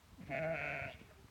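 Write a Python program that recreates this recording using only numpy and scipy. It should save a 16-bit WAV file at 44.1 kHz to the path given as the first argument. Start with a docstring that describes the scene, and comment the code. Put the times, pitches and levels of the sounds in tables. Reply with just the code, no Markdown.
"""First come light wind, a few soft bumps and a faint grunt; then a sheep in a paddock bleats once.
The bleat is low and harsh: sharp pulses from the throat make the resonances of the mouth ring.
It starts round, turns bright and rasping as the mouth opens, and ends in a thin creak.
Trees echo faintly, the grass rustles, and a faint wavering tone follows the bleat."""
import sys
import numpy as np
from scipy import signal
from scipy.fft import rfft, irfft, next_fast_len
from scipy.io import wavfile
from scipy.ndimage import uniform_filter1d, map_coordinates

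SR = 44100
rng = np.random.default_rng(int(sys.argv[2]) if len(sys.argv) > 2 else 0)


def dump_mix(stems):
    """Bounce the given channels to the path in sys.argv[1] as a 16-bit WAV at rate SR."""
    frames = np.atleast_2d(stems).T  # one column per channel
    limited = np.clip(frames, -1, 1)  # hard clip at full scale
    pcm = np.round(limited * 32767).astype(np.int16)
    wavfile.write(sys.argv[1], SR, pcm)


N = 57330
TIME = np.arange(N) / SR


def amp(db):
    """Turn decibels into a number to multiply by."""
    return 10 ** (np.asarray(db) / 20)


def unit(x):
    """Scale a sound so that its average strength (rms) is 1."""
    return x / np.sqrt(np.mean(x ** 2) + 1e-20)


def along(points, hz):
    """Read between (f/Hz, value) points, spacing the frequencies by octaves."""
    freqs, values = np.transpose(points)
    return np.interp(np.log(hz + 1), np.log(freqs + 1), values)


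def curve(rows):
    """Join (t/s, value) points with straight lines, one value per sample."""
    return np.interp(TIME, *np.transpose(rows))


def wobble(per_s):
    """A smooth curve through per_s random values each second."""
    return map_coordinates(rng.standard_normal(int(N * per_s / SR) + 4), [TIME * per_s])


def colour(x, points):
    """Filter a sound to a (f/Hz, level/dB) shape."""
    size = 2 * next_fast_len(N)
    cepstrum = irfft(np.log(amp(along(points, np.fft.rfftfreq(size, 1 / SR)))), size)
    # this fold makes the filter ring after each pulse, never before it
    cepstrum[1:size // 2] *= 2
    cepstrum[size // 2 + 1:] = 0
    return irfft(rfft(x, size) * np.exp(rfft(cepstrum)), size)[:N]


def noise(points):
    """Noise of strength 1 with a (f/Hz, level/dB) shape."""
    return unit(colour(rng.standard_normal(N), points))


# tone colour of the outdoor air and of the wind (f/Hz, relative level/dB)
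AIR_SHAPE = [(20, -53.5), (45, -24), (80, 3), (160, -20), (250, -21), (400, -21), (550, -21.5),
             (1050, -17.5), (1700, -23), (2500, -25), (4000, -26.5), (6000, -30.5), (9000, -33),
             (10300, -36), (11500, -35.5), (17000, -37)]
WIND_SHAPE = [(20, -46), (40, -2.5), (70, -1.5), (110, -9), (200, -7), (330, -18), (700, -34), (2500, -81)]
# how the wind rises and falls (t/s, level change/dB)
WIND_SWELL = [(0, -9), (.13, 2), (.19, -11), (.26, 3), (.5, -0.5), (.9, 1.5), (1.1, -0.5), (1.3, -5)]
AIR_DB, WIND_DB, BUFFET_DB = -65, -65, 2.5


def breeze():
    """Steady outdoor air and a light flutter of wind on the microphone."""
    air = amp(AIR_DB) * noise(AIR_SHAPE)
    wind_db = WIND_DB + curve(WIND_SWELL) + BUFFET_DB * wobble(per_s=18)
    return air + amp(wind_db) * noise(WIND_SHAPE)


# short rustles in the grass (t/s, level/dB, width/s, centre f/Hz)
RUSTLES = [(.228, -62, 0.014, 2220), (0.278, -60, 0.014, 2400), (0.997, -62.5, 0.0052, 2450),
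           (1.017, -66, 0.012, 2740), (1.109, -67, 0.016, 1744), (1.163, -76, 0.0017, 1303),
           (1.285, -60, 0.0021, 1520)]
# tone colour of dry grass (multiple of the centre frequency, relative level/dB)
GRASS_SHAPE = [(.15, -8.5), (.5, -11.5), (.75, -6.5), (1, -0.5), (1.2, -13), (2, -22.5), (3.7, -35),
               (6.5, -87)]


def rustles():
    """Dry grass makes brief, faint swells and ticks of noise."""
    out = np.zeros(N)
    for when, db, width, hz in RUSTLES:
        swell = np.exp(-.5 * ((TIME - when) / width) ** 2)
        out += amp(db) * swell * noise([(k * hz, level) for k, level in GRASS_SHAPE])
    return out


# soft thuds of steps and handling (t/s, level/dB, f/Hz, fade time/s)
BUMPS = [(.13, -50, 186, 0.0074), (0.228, -42, 125, 0.009), (0.339, -37, 190, 0.006),
         (.428, -46, 100, .008), (.49, -46, 100, .01), (.572, -51, 120, .025), (0.68, -46, 100, 0.018),
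         (.814, -34, 110, 0.008), (0.851, -35, 120, 0.008), (.942, -40.5, 105, 0.009),
         (0.987, -48, 90, 0.01), (1.013, -41, 260, 0.007), (1.042, -48, 150, .007), (1.123, -51, 110, .007),
         (1.186, -56, 215, 0.014), (1.242, -41, 125, 0.009)]
BUMP_SAG, BUMP_SAG_S = .33, .014  # share of its pitch that a thud loses, and how fast
BUMP_ATTACK_S, BUMP_NOISE = .0037, .3


def bumps():
    """Each thud is a low, sinking tone plus dull noise, and dies away at once."""
    out = np.zeros(N)
    for start, db, hz, fade in BUMPS:
        age = np.maximum(TIME - start, 0)
        cycles = hz * ((1 - BUMP_SAG) * age + BUMP_SAG * BUMP_SAG_S * (1 - np.exp(-age / BUMP_SAG_S)))
        dull_noise = noise([(hz / 3, -25), (hz, 0), (2 * hz, -6), (8 * hz, -30), (40 * hz, -70)])
        body = np.sin(2 * np.pi * cycles) + BUMP_NOISE * dull_noise
        out += amp(db) * body * (1 - np.exp(-age / BUMP_ATTACK_S)) * np.exp(-age / fade)
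    return out


# how long the trees echo (f/Hz, time to fade by 60 dB/s)
ECHO_TIMES = [(150, 0.65), (500, 0.5), (2300, 0.9), (8000, 0.55)]
ECHO_DB = -13.5


def tree_echo(sound):
    """Trees scatter a sound into a faint, blurred echo."""
    hz, t, spectrum = signal.stft(rng.standard_normal(SR), SR, nperseg=256)
    fade = amp(-60 * t / along(ECHO_TIMES, hz)[:, None])
    tail = signal.istft(spectrum * fade, SR, nperseg=256)[1]
    return amp(ECHO_DB) * signal.fftconvolve(sound, tail / np.linalg.norm(tail))[:N]


def soft_call(rows, overtones, waver):
    """A dull tone with weak overtones; waver sets how unsteady its pitch is."""
    times, hz, db = np.transpose(rows)
    pitch = np.interp(TIME, times, hz) * (1 + waver * wobble(per_s=120))
    phase = 2 * np.pi * np.cumsum(pitch) / SR
    tone = unit(sum(amp(level) * np.sin(round(k) * phase) for k, level in overtones))
    sounding = (TIME > times[0]) & (TIME < times[-1])
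    return amp(np.interp(TIME, times, db)) * sounding * tone


# a faint tone after the bleat, and a brief note above it (t/s, f/Hz, level/dB)
FAR_TONE = [(.95, 445.4, -76), (1.016, 448.4, -67), (1.06, 403.7, -73.5), (1.104, 448.7, -67),
            (1.14, 392, -80), (1.19, 392.6, -65), (1.23, 380, -80)]
FAR_PIP = [(1.09, 647.4, -104), (1.112, 622, -61), (1.14, 599, -81)]
# tone colour of both (multiple of the pitch, relative level/dB)
FAR_OVERTONES = [(1, -5), (2, -13.5), (3, -37), (4, -42)]


def far_call():
    """Two faint wavering notes, perhaps from an animal far away."""
    tone = soft_call(FAR_TONE, FAR_OVERTONES, waver=.0355)
    return tone + soft_call(FAR_PIP, FAR_OVERTONES, waver=.0196)


# the path of each grunt, one list apiece (t/s, f/Hz, level/dB)
GRUNTS = [
    [(.176, 267.5, -73), (.187, 261, -56.5), (.205, 206.5, -52), (.216, 175.6, -47.5), (.224, 167, -68),
     (.234, 167, -48), (.246, 153, -67)],
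    [(.28, 305, -63), (.3, 293, -54), (.338, 237, -52), (.358, 195, -54)],
]
# their tone colour (multiple of the pitch, relative level/dB)
GRUNT_OVERTONES = [(1, 4), (2, -16), (3, -15), (4, -16.5), (5, -32)]


def grunts():
    """Two low, falling grunts: one before the bleat, one under its start."""
    return sum(soft_call(grunt, GRUNT_OVERTONES, waver=.089) for grunt in GRUNTS)


# how fast the throat pulses, heard as pitch (t/s, f/Hz)
PITCH = [(0.28, 146.2), (0.302, 146.9), (0.32, 133.1), (0.346, 137.8), (0.372, 129.8), (0.39, 162.1),
         (0.405, 163.7), (0.44, 154.2), (0.475, 161.4), (0.515, 163.9), (0.56, 145.4), (0.594, 139.7),
         (0.628, 149.1), (0.668, 148.4), (0.705, 137.6), (0.738, 149.5), (0.772, 139.5), (0.82, 134.9),
         (0.852, 143.8), (0.885, 127.2), (0.95, 119.4)]
# how hoarse the throat is (t/s, amount from 0 to 1)
HOARSENESS = [(.3, 0.34), (.37, 0.67), (.41, 0.23), (.53, 0.43), (.58, 0.77), (.75, 0.76), (.9, 1)]
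FLUTTER, JITTER_S, SHIMMER_DB = .0184, .0001, .83  # scatter of pitch, timing and size when fully hoarse
PUFF_FADE_S = .006


def throat():
    """Sharp pulses, each followed by a puff of air; hoarseness makes them uneven and breathy."""
    hoarse = np.clip(curve(HOARSENESS), 0, 1)
    cycles = np.cumsum(curve(PITCH) * (1 + FLUTTER * hoarse * wobble(per_s=90))) / SR
    times = np.interp(np.arange(1, int(cycles[-1])), cycles, TIME)
    scatter = rng.standard_normal((N, 2))[:len(times)] * np.interp(times, TIME, hoarse)[:, None]
    centres = (times + JITTER_S * scatter[:, 0]) * SR
    sizes = amp(SHIMMER_DB * scatter[:, 1:])
    # draw each pulse over 16 samples, so its centre can fall between two of them
    samples = centres.astype(int)[:, None] + np.arange(-7, 9)
    offset = samples - centres[:, None]
    shape = np.sinc(offset) * np.cos(np.pi * offset / 16) ** 2
    pulses = np.bincount(np.clip(samples, 0, N - 1).ravel(), (shape * sizes).ravel(), N)
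    puffs = signal.lfilter([1], [1, -np.exp(-1 / (PUFF_FADE_S * SR))], pulses)
    return unit(pulses), hoarse * unit(puffs * rng.standard_normal(N))


def resonance(source, shapes, level, breath, blend=[(0, 0)], fade_s=.0029):
    """Pulses and breath ring a resonance; blend slides it from its first shape to its last."""
    pulses, air = source
    rings = [unit(colour(pulses + breath * air, shape)) for shape in shapes]
    ring = rings[0] + np.clip(curve(blend), 0, 1) * (rings[-1] - rings[0])
    # even out the loudness, then follow the level table and fade beyond its ends
    power = uniform_filter1d(uniform_filter1d(ring * ring, size=1000), size=1000)
    steady = ring / np.sqrt(np.abs(power) + 1e-12)
    outside_s = np.maximum(level[0][0] - TIME, 0) + np.maximum(TIME - level[-1][0], 0)
    return steady * amp(curve(level)) * np.exp(-outside_s / fade_s)


# tone colours of the nose's hum, the mouth's three resonances, the airy fizz on top
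# and the closing creak (f/Hz, relative level/dB)
HUM_SHAPE = [(70, -70), (125, 3), (160, 1.5), (300, -4), (470, -14.5), (600, -47.5), (900, -84.5)]
LOW_NARROW = [(250, -28), (480, -14.5), (580, -7.5), (660, 11), (740, -7.5), (830, -9), (950, -22),
              (1200, -19), (2000, -80), (5000, -111)]
LOW_OPEN = [(250, -37), (440, -14.5), (570, -4.5), (670, 4.5), (740, -5.5), (830, -19.5), (900, -11),
            (1000, -16), (1100, -29), (2000, -47.5), (5000, -73)]
MID_SHAPE = [(800, -47), (1000, -15), (1120, -23), (1250, -23.5), (1350, -7.5), (1480, 0.5), (1610, -11),
             (1800, -1), (2400, -54.5), (5000, -80.5)]
HIGH_NARROW = [(1100, -66), (1600, -34), (1730, -0.5), (1900, -7.5), (2130, 0.5), (2300, 2.5), (2450, -40),
               (2700, -5.5), (2830, -17), (2950, -58), (3300, -20), (4200, -55), (8000, -78)]
HIGH_OPEN = [(1100, -81), (1700, 3.5), (2000, -1.5), (2250, 7.5), (2400, 5), (2580, 5.5), (2780, -10.5),
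             (2900, -20), (3080, -11.5), (3400, -42), (4200, -55), (8000, -92.5)]
FIZZ_SHAPE = [(2500, -28.5), (3400, 1.5), (3800, -5), (4400, -1.5), (4700, -4), (5050, -18.5), (5700, -11),
              (7200, -13.5), (8200, -38), (11000, -28), (16000, -64)]
CREAK_START = [(1500, -42), (2300, -17.5), (2600, -8), (2850, 2), (3100, -27), (3800, -19), (6000, -34),
               (10000, -43)]
CREAK_END = [(1500, -35), (2400, 10.5), (2850, -6), (3100, 4), (3400, 6), (3700, -0.5), (4200, -16),
             (6000, -20), (10000, -55.5), (16000, -69)]
# how loud each part is (t/s, level/dB)
HUM_LEVEL = [(0.266, -71), (0.294, -45.5), (.335, -54.5), (.365, -50.5), (0.398, -47), (.54, -45.5),
             (0.571, -55), (0.746, -52.5), (.79, -60), (.865, -53), (0.91, -70)]
LOW_LEVEL = [(0.275, -73), (.301, -53.5), (0.31, -46), (0.342, -42), (0.384, -42), (0.401, -40.5),
             (0.508, -37.5), (0.542, -38), (0.568, -52.5), (0.605, -47.5), (0.834, -49), (0.911, -53),
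             (0.949, -70)]
MID_LEVEL = [(0.29, -72.5), (0.348, -52.5), (0.482, -48.5), (0.524, -54), (0.546, -46), (0.582, -49),
             (0.636, -46), (0.862, -50.5), (0.95, -85)]
HIGH_LEVEL = [(0.295, -69), (0.31, -50), (0.328, -45), (0.391, -42.5), (0.406, -56.5), (0.436, -44.5),
              (0.475, -55), (0.53, -51), (0.554, -44.5), (0.685, -43), (0.855, -48), (0.953, -67.5),
              (0.965, -99)]
CREAK_LEVEL = [(.86, -69), (.895, -56.5), (0.936, -56), (0.96, -68)]
# the mouth opens, its low resonance widens, the creak brightens (t/s, amount from 0 to 1)
MOUTH_OPENING = [(.3, 0.37), (.39, 0.63), (.45, 0.42), (.51, 0.25), (.56, 0.96), (.88, 0.9)]
LOW_WIDENING = [(.525, 0.15), (.56, 0.85)]
CREAK_RISE = [(.895, 0.05), (.93, 0.67)]
FIZZ_DB = -25  # compared with the high resonance
SHAKE_DB = 1.8  # quick swings in the level of the low parts when fully hoarse


def bleat():
    """One throat drives every part of the sheep's voice; the low parts shake when it is hoarse."""
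    def shake():
        return amp(SHAKE_DB * curve(HOARSENESS) * wobble(per_s=75))

    source = throat()
    hum = resonance(source, [HUM_SHAPE], HUM_LEVEL, breath=.6) * shake()
    low = resonance(source, [LOW_NARROW, LOW_OPEN], LOW_LEVEL, breath=.65, blend=LOW_WIDENING) * shake()
    mid = resonance(source, [MID_SHAPE], MID_LEVEL, breath=.86)
    high = resonance(source, [HIGH_NARROW, HIGH_OPEN], HIGH_LEVEL, breath=.42, blend=MOUTH_OPENING)
    fizz = amp(FIZZ_DB) * resonance(source, [FIZZ_SHAPE], HIGH_LEVEL, breath=1.7)
    creak = resonance(source, [CREAK_START, CREAK_END], CREAK_LEVEL, breath=1.0, blend=CREAK_RISE)
    return hum + low - mid + high + fizz + creak  # the minus turns the middle wave upside down


def scene():
    """The calls and their echo over the quiet paddock, in one channel."""
    calls = bleat() + grunts() + far_call()
    return (calls + tree_echo(calls) + bumps() + rustles() + breeze())[None]


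def record(dry):
    """The microphone drops the deepest bass and the very highest treble."""
    low_cut_hz, top_hz = 34, 17100
    size = next_fast_len(N + SR // 2)
    trimmed = signal.sosfilt(signal.butter(4, low_cut_hz, "highpass", fs=SR, output="sos"), dry)
    in_range = np.fft.rfftfreq(size, 1 / SR) < top_hz
    return irfft(rfft(trimmed, size) * in_range, size)[..., :N]


dry = scene()
out = record(dry)
dump_mix(out)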